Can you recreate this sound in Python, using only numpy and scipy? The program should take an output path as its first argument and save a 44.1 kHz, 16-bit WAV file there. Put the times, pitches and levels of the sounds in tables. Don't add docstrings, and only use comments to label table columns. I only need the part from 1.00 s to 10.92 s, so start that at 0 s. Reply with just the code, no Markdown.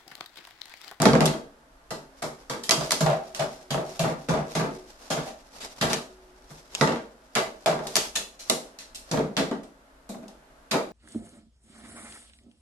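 import sys
import numpy as np
from scipy import signal
from scipy.fft import rfft, irfft
from scipy.io import wavfile

SR = 44100
rng = np.random.default_rng(int(sys.argv[2]) if len(sys.argv) > 2 else 0)


def int16_out(signal):
    q = np.round(np.clip(np.atleast_2d(signal).T, -1, 1) * 32767)
    wavfile.write(sys.argv[1], SR, q.astype(np.int16))


N = 437472
TIME = np.arange(N) / SR

SIZE = 24000
AGE = np.arange(SIZE) / SR
HZ = np.fft.rfftfreq(SIZE, 1 / SR) + 1e-3


def undb(db):
    return 10 ** (np.asarray(db) / 20)


def unit(x):
    return x / np.sqrt(np.mean(np.abs(x) ** 2))


def curve(rows):
    return np.interp(TIME, *np.transpose(rows))


def walk(rate):
    steps = rng.standard_normal(4096)
    return unit(np.interp(TIME * rate, np.arange(len(steps)), steps))


def swells(rows):
    gain = 0
    for peak_s, db, rise_s, fall_s in rows:
        distance = np.maximum((peak_s - TIME) / rise_s, (TIME - peak_s) / fall_s)
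        gain = gain + undb(db - 20 * distance)
    return gain


def colour(points, hz):
    point_hz, db = np.transpose(points)
    return undb(np.interp(np.log(hz + 1), np.log(point_hz), db))


def diffuse(envelope, spacing_m=0.15):
    mid, side = rfft(rng.standard_normal((2, len(envelope))) * envelope)
    hz = np.fft.rfftfreq(len(envelope), 1 / SR)
    alike = 0.97 * np.sinc(2 * hz * spacing_m / 343)
    return mid * np.sqrt(1 + alike) + side * np.sqrt(1 - alike) * np.array([[1], [-1]])


def steady_noise(points):
    spectrum = diffuse(np.ones(N)) * colour(points, np.fft.rfftfreq(N, 1 / SR))
    return unit(irfft(spectrum, N))


def room_tone(sway_db=0.74):
    # frequency in Hz, relative level in dB
    air_colour = [(12, -41.5), (20, -3), (56, -7), (118, -36), (135, -13), (177, -22.5), (258, -13),
                  (387, -17.5), (682, -12), (759, -20), (845, -13), (967, -18), (1450, -17), (2350, -27.5),
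                  (12500, -38), (16200, -69.5), (22000, -120)]
    # frequency in Hz, middle level in dB
    hum_tones = [(50, -68), (269, -69), (643, -73.5)]
    hum = 0
    for hz, db in hum_tones:
        hum = hum + np.sqrt(2) * undb(db + 2.5 * walk(4.2)) * np.sin(2 * np.pi * hz * TIME)
    air_db = -56 + sway_db * walk(3)
    return steady_noise(air_colour) * undb(air_db) + hum


def mode(hz, width):
    return 1 / (1 + 1j * (HZ ** 2 - hz ** 2) / (HZ * width))


def resonances(modes):
    return sum(undb(db) * mode(hz, width) ** 2 for hz, width, db in modes)


def causal(gain):
    cepstrum = irfft(np.log(gain))
    cepstrum[1:SIZE // 2] *= 2
    cepstrum[SIZE // 2 + 1:] = 0
    return np.exp(rfft(cepstrum))


def contact(chatter_s, grit_db=6.5):
    grains = np.repeat(undb(grit_db * rng.standard_normal(SIZE // 20)), 20)
    age = AGE / chatter_s
    envelope = grains * (1 - np.exp(-8 * age)) * np.exp(-age / 2)
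    return unit(diffuse(envelope, spacing_m=0.065))


def reverberation(t60, build_s):
    thicken = 1 - np.exp(-AGE / build_s)
    return unit(diffuse(thicken * np.exp(-np.log(1000) * AGE / t60)))


def blows(rows, click_colour, pan_db, push_db, hollow_push_db, metal_db):
    # frequency in Hz, width of one pass in Hz, relative level in dB
    thump_modes = [(50, 12, -12), (75, 17, -9.5), (153, 34.8, 8), (195, 41, -15.5)]
    board_modes = [(212, 44, -1.5), (235.7, 38, 3.5), (269.2, 50, 1), (223, 270, -18)]
    wood_modes = [(324.3, 43, -1), (387.5, 33.4, 0.5), (445.3, 41, 1), (469.8, 18, -1), (511, 47, -3),
                  (446, 320, -10.5)]
    hollow_modes = [(595.2, 18, 1), (650.4, 89, 4.5), (702, 52, -4.5), (773.6, 48, -0.5), (740, 635, -8.5),
                    (644, 21, -9)]
    shell_modes = [(884, 49, 5.5), (1007, 142, 1.5), (1187, 193, 2), (1282, 75, -0.5), (1394, 255, -4.5),
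                   (1597, 100, -9), (1503, 1320, -7.5)]
    metal_hz = [1770, 2008, 2337, 2680, 2940, 3234, 3466, 3786, 4130, 4520, 4790, 5170, 5500, 5640, 6230,
                6710, 7530, 8400, 9470, 10580]
    null = 1 - mode(hz=98, width=21)
    body_modes = (thump_modes, board_modes, wood_modes, hollow_modes, shell_modes)
    bodies = [null * resonances(modes) for modes in body_modes]
    metal = np.array([mode(hz, width=70) for hz in metal_hz])
    contact_colour = causal(colour(click_colour, HZ))
    octaves = np.log2(np.clip(HZ, 1500, None) / 5000)
    pan = undb(np.array([[pan_db], [-pan_db]]) / 2)
    span = np.sqrt(0.05 * SR)
    fade = np.minimum(1, 10 * (1 - AGE / AGE[-1])) ** 2
    out = np.zeros((2, N + SIZE))
    for s, *levels_db, bright_db, direct_db, chatter_s in rows:
        touch = contact(chatter_s)
        push = undb(push_db + direct_db) * touch
        deep = reverberation(t60=0.3, build_s=0.002) + push
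        low = reverberation(t60=0.42, build_s=0.0004) + push
        mid = reverberation(t60=0.42, build_s=0.0024) + undb(hollow_push_db) * push
        high = reverberation(t60=0.33, build_s=0.0026 + chatter_s) + undb(direct_db) * touch * pan
        tinkle = undb(metal_db) * rng.standard_normal(len(metal_hz)) @ metal
        click = contact_colour * (1 + tinkle) * undb(bright_db * octaves)
        drives = (deep, low, low, mid, high, high)
        blow = 0
        for db, body, drive in zip(levels_db, bodies + [click], drives):
            blow = blow + undb(db) * unit(body * drive)
        start = int(s * SR)
        out[:, start:start + SIZE] += span * fade * irfft(blow)
    return out[:, :N]


def body_levels(s, thump_db, body_db, hollow_db, click_db):
    # time in seconds, boards level in dB, shell level in dB before hardness is added
    body_shares = [(0.1, 1.5, -2), (0.9, -3.5, 0.5), (2.4, -4, 1), (3.3, -1.5, 0), (4.1, -1.5, -0.5),
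                   (5.8, -1.5, 0.5), (6.6, -6, 0.5), (8.1, 0.5, -5.5), (8.4, 1, -3.5), (9.1, 7, -9.5),
                   (9.7, -2, -0.5)]
    times, boards_db, shell_db = np.transpose(body_shares)
    hardness_db = 0.14 * (click_db - body_db)
    boards = body_db + np.interp(s, times, boards_db)
    wood = body_db - 0.5
    shell = body_db + np.interp(s, times, shell_db) + hardness_db
    return thump_db, boards, wood, hollow_db, shell, click_db


def during(s, span):
    return span[0] < s < span[1]


def knock(s, thump_db, body_db, hollow_db, click_db, bright_db, contact_s):
    clean_db = 0.5 * np.log2(0.0032 / contact_s)
    wing_db = -5 * during(s, (2.9, 5.1))
    direct_db = -1.5 + clean_db + wing_db
    levels_db = body_levels(s, thump_db, body_db, hollow_db, click_db)
    return s, *levels_db, bright_db, direct_db, contact_s


def tap(s, click_db, body_db, bright_db, direct_db, contact_s):
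    thump_db = body_db - 14
    hollow_db = body_db + 2.5
    levels_db = body_levels(s, thump_db, body_db, hollow_db, click_db)
    return s, *levels_db, bright_db, direct_db, contact_s


def feathers(flutter_db=3.5, barb_db=2):
    # frequency in Hz, relative level in dB
    feather_colour = [(120, -1), (400, 7), (800, 8), (1500, 1.5), (3000, -1), (5500, 3), (8000, -4.5),
                      (12000, -10)]
    # time in seconds, level in dB
    brush = [(0, -88), (1.45, -57), (2.3, -63), (3.2, -50.5), (3.9, -55.5), (4.8, -56.5), (5.2, -64),
             (5.6, -52), (6.1, -67), (6.7, -56), (7.35, -78), (9.92, -90)]
    # peak in seconds, level in dB, rise in seconds, fall in seconds
    sweeps = [(1.85, -38, 0.27, 0.56), (2.56, -49, 0.088, 0.14), (2.91, -42, .12, 0.17),
              (3.52, -40, .07, 0.099), (4.27, -44, 0.45, 0.084), (4.65, -44, 0.24, 0.1),
              (4.98, -37, 0.26, 0.052), (5.79, -32, 0.081, 0.13), (7.02, -34, 0.22, 0.21),
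              (7.48, -43, 0.045, 0.21), (8.09, -44.5, 0.057, 0.22)]
    catching = unit(undb(flutter_db * walk(32) + barb_db * walk(350)))
    loudness = np.hypot(undb(curve(brush)), swells(sweeps))
    return steady_noise(feather_colour) * catching * loudness


def rock(s, gap_s, *levels_db, count):
    for k in range(count):
        weaker_db = np.array(levels_db) - 6 * k
        yield knock(s, *weaker_db, bright_db=-8.5, contact_s=0.0015)
        s = s + gap_s * 0.8 ** k


def lingering_note():
    # peak in seconds, level in dB, rise in seconds, fall in seconds
    note_swells = [(2.25, -52.5, .2, .5), (2.85, -45, 0.21, 0.23), (3.33, -51, .1, .3),
                   (3.8, -45, 0.25, .12), (5.1, -54.5, 0.23, 0.73)]
    pitch_hz = 372 + 4 * walk(7.7)
    phase = 2 * np.pi * np.cumsum(pitch_hz) / SR
    return np.sqrt(2) * np.sin(phase) * swells(note_swells)


def scene():
    # start in seconds, table thump in dB, body in dB, hollow ring in dB, click in dB,
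    # click brightness in dB per octave, contact length in seconds
    knock_rows = [(0.001, -25.5, -31.5, -31, -34, -6, 0.0006), (0.028, -40, -29, -31, -30.5, -9, 0.001),
                  (0.054, -20.5, -16.5, -19, -21.5, -5.5, 0.00088),
                  (0.133, -23.5, -24.5, -27.5, -31, -6.5, 0.00036),
                  (0.152, -43, -23, -25.5, -32.5, -6.5, 0.00065),
                  (0.206, -20.5, -24.5, -23, -28, -3, 0.0008), (0.272, -42, -32, -44, -31.5, -2, .004),
                  (0.332, -52, -36.5, -40, -59, -15, 0.0035), (0.906, -43, -37.5, -37.5, -38, -1, 0.004),
                  (1.22, -40.5, -35, -32.5, -36, 0, 0.0081), (1.497, -40, -35.5, -41, -34.5, -1, 0.0045),
                  (1.535, -52, -37.5, -46, -55, -3, 0.0012), (1.773, -31.5, -37, -41, -59, 0, 0.0022),
                  (1.807, -55, -38.5, -32, -37, -2, 0.0022),
                  (2.007, -21.5, -31.5, -26.5, -29.5, 0.5, 0.0021),
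                  (2.393, -34, -40, -25, -32, -3.5, 0.0053), (2.422, -53, -37, -31.5, -53, 6, 0.0026),
                  (2.705, -29, -39.5, -34.5, -31, -1, 0.0065), (2.993, -25.5, -37, -26.5, -30, 0, 0.0021),
                  (3.286, -24.5, -28, -28.5, -34, -2, 0.0045),
                  (3.551, -27.5, -31.5, -32, -30.5, -2, 0.0016),
                  (4.102, -38, -32, -28.5, -29, -1.5, 0.0045), (4.167, -34, -36, -35.5, -37.5, -7, 0.0024),
                  (4.265, -67, -49, -38.5, -45.5, -1, 0.01), (4.811, -30.5, -35, -45, -25, -1.5, 0.0027),
                  (4.894, -38.5, -34, -35.5, -31.5, -2.5, 0.0092),
                  (5.505, -47.5, -53.5, -60, -54.5, 6, 0.0038), (5.811, -24, -21, -27.5, -24, -4, 0.0018),
                  (6.352, -44, -35, -56, -26, -1.5, 0.0044), (6.66, -41, -32, -24.5, -27, -2.5, 0.0016),
                  (6.672, -34.5, -32.5, -20.5, -30.5, -18, 0.0022),
                  (8.113, -29.5, -32, -36.5, -32.5, -1.5, 0.0032), (8.136, -38, -29, -30, -40, -9, .003),
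                  (8.367, -34, -34.5, -31, -25.5, -4, 0.0057), (8.382, -40, -27.5, -29.5, -48, -4, 0.0083),
                  (8.512, -50, -30.5, -35.5, -44, -6.5, 0.0025),
                  (9.091, -60, -44.5, -43.5, -45.5, 4, 0.0053), (9.143, -55, -47.5, -45, -66, -7, .003),
                  (9.225, -67, -49.5, -48.5, -64, 0, 0.004), (9.71, -39.5, -32, -37, -26.5, -1.5, 0.0051),
                  (9.735, -58, -25, -26, -48, -6, 0.015)]
    # start in seconds, click in dB, body in dB, click brightness in dB per octave,
    # direct over room sound of the click in dB, contact length in seconds
    tap_rows = [(0.016, -28.5, -28.5, 3.5, 2.5, 0.0034), (0.256, -27, -36, 0.5, 8.5, 0.0042),
                (1.634, -37.5, -60, 2.5, -4, 0.0031), (1.692, -24.5, -36.5, 0.5, 22.5, 0.0021),
                (1.708, -18, -30, -1, 3, .004), (1.907, -27, -44, -0.5, 2, .0015),
                (1.919, -24, -35, 0, 4, 0.0013), (2.347, -36.5, -48, -0.5, -3.5, .0023),
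                (4.603, -40, -54, -2.5, -18, 0.0057), (4.823, -37, -30, -18, -12, 0.001),
                (4.931, -27.5, -37.5, -2.5, 6.5, .004), (5.75, -33, -63, -2.5, 11, 0.00096),
                (6.36, -26, -28.5, -9, -7, 0.0018), (6.869, -38, -49.5, 1.5, 2.5, 0.0037),
                (6.956, -21.5, -37.5, 0.5, -2.5, .00045), (6.965, -25.5, -34.5, 0.5, 20.5, 0.0031),
                (7.154, -25.5, -43.5, 0, 1.5, 0.0093), (7.391, -42, -62.5, 1, -7.5, 0.0095),
                (7.4973, -22, -29.5, 1.5, 3.5, .0011), (7.787, -42, -62, 0, -4, 0.0054),
                (7.946, -40, -63, 3.5, -1, 0.0064), (8.633, -55.5, -53, -2, 2, 0.0038),
                (9.281, -54, -57, 2, 1, .001)]
    # start in seconds, first gap in seconds, table thump in dB, body in dB,
    # hollow ring in dB, click in dB
    rocking_rows = [(2.062, 0.038, -31, -31.5, -20, -31.5), (2.745, 0.032, -38, -33, -26.5, -48),
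                    (3.038, 0.041, -33, -30.5, -29.5, -37), (3.336, .035, -30.5, -31, -27.5, -40),
                    (3.595, .037, -32, -30, -31.5, -37.5), (5.874, .047, -39, -29, -31.5, -31),
                    (6.713, 0.078, -39, -32, -29.5, -44), (8.173, .019, -33, -26.5, -31.5, -38)]
    # frequency in Hz, relative level in dB
    knock_colour = [(500, -39), (1200, -2.5), (1900, -1.5), (2800, -3), (4000, -0.5), (5300, -4),
                    (7000, -4), (9000, -10.5), (12300, -11.5), (13500, -53)]
    # frequency in Hz, relative level in dB
    tap_colour = [(300, -31), (1200, -2.5), (2000, 0), (2800, 1.5), (4000, 2.5), (5300, 2.5), (7000, 1),
                  (9000, -3), (12300, -9), (13500, -28.5)]
    landings = [knock(*row) for row in knock_rows]
    for row in rocking_rows:
        landings.extend(rock(*row, count=3))
    pecks = [tap(*row) for row in tap_rows]
    knocks = blows(landings, knock_colour, pan_db=-1.5, push_db=-1, hollow_push_db=2.5, metal_db=-0.5)
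    taps = blows(pecks, tap_colour, pan_db=-1, push_db=-1, hollow_push_db=2.5, metal_db=0.5)
    return room_tone() + knocks + taps + feathers() + lingering_note()


def record(dry):
    clipped = np.clip(dry, -0.8, 0.8)
    low_pass = signal.ellip(8, 0.3, 70, 12750, fs=SR, output="sos")
    return signal.sosfilt(low_pass, clipped)


dry = scene()
out = record(dry)
int16_out(out)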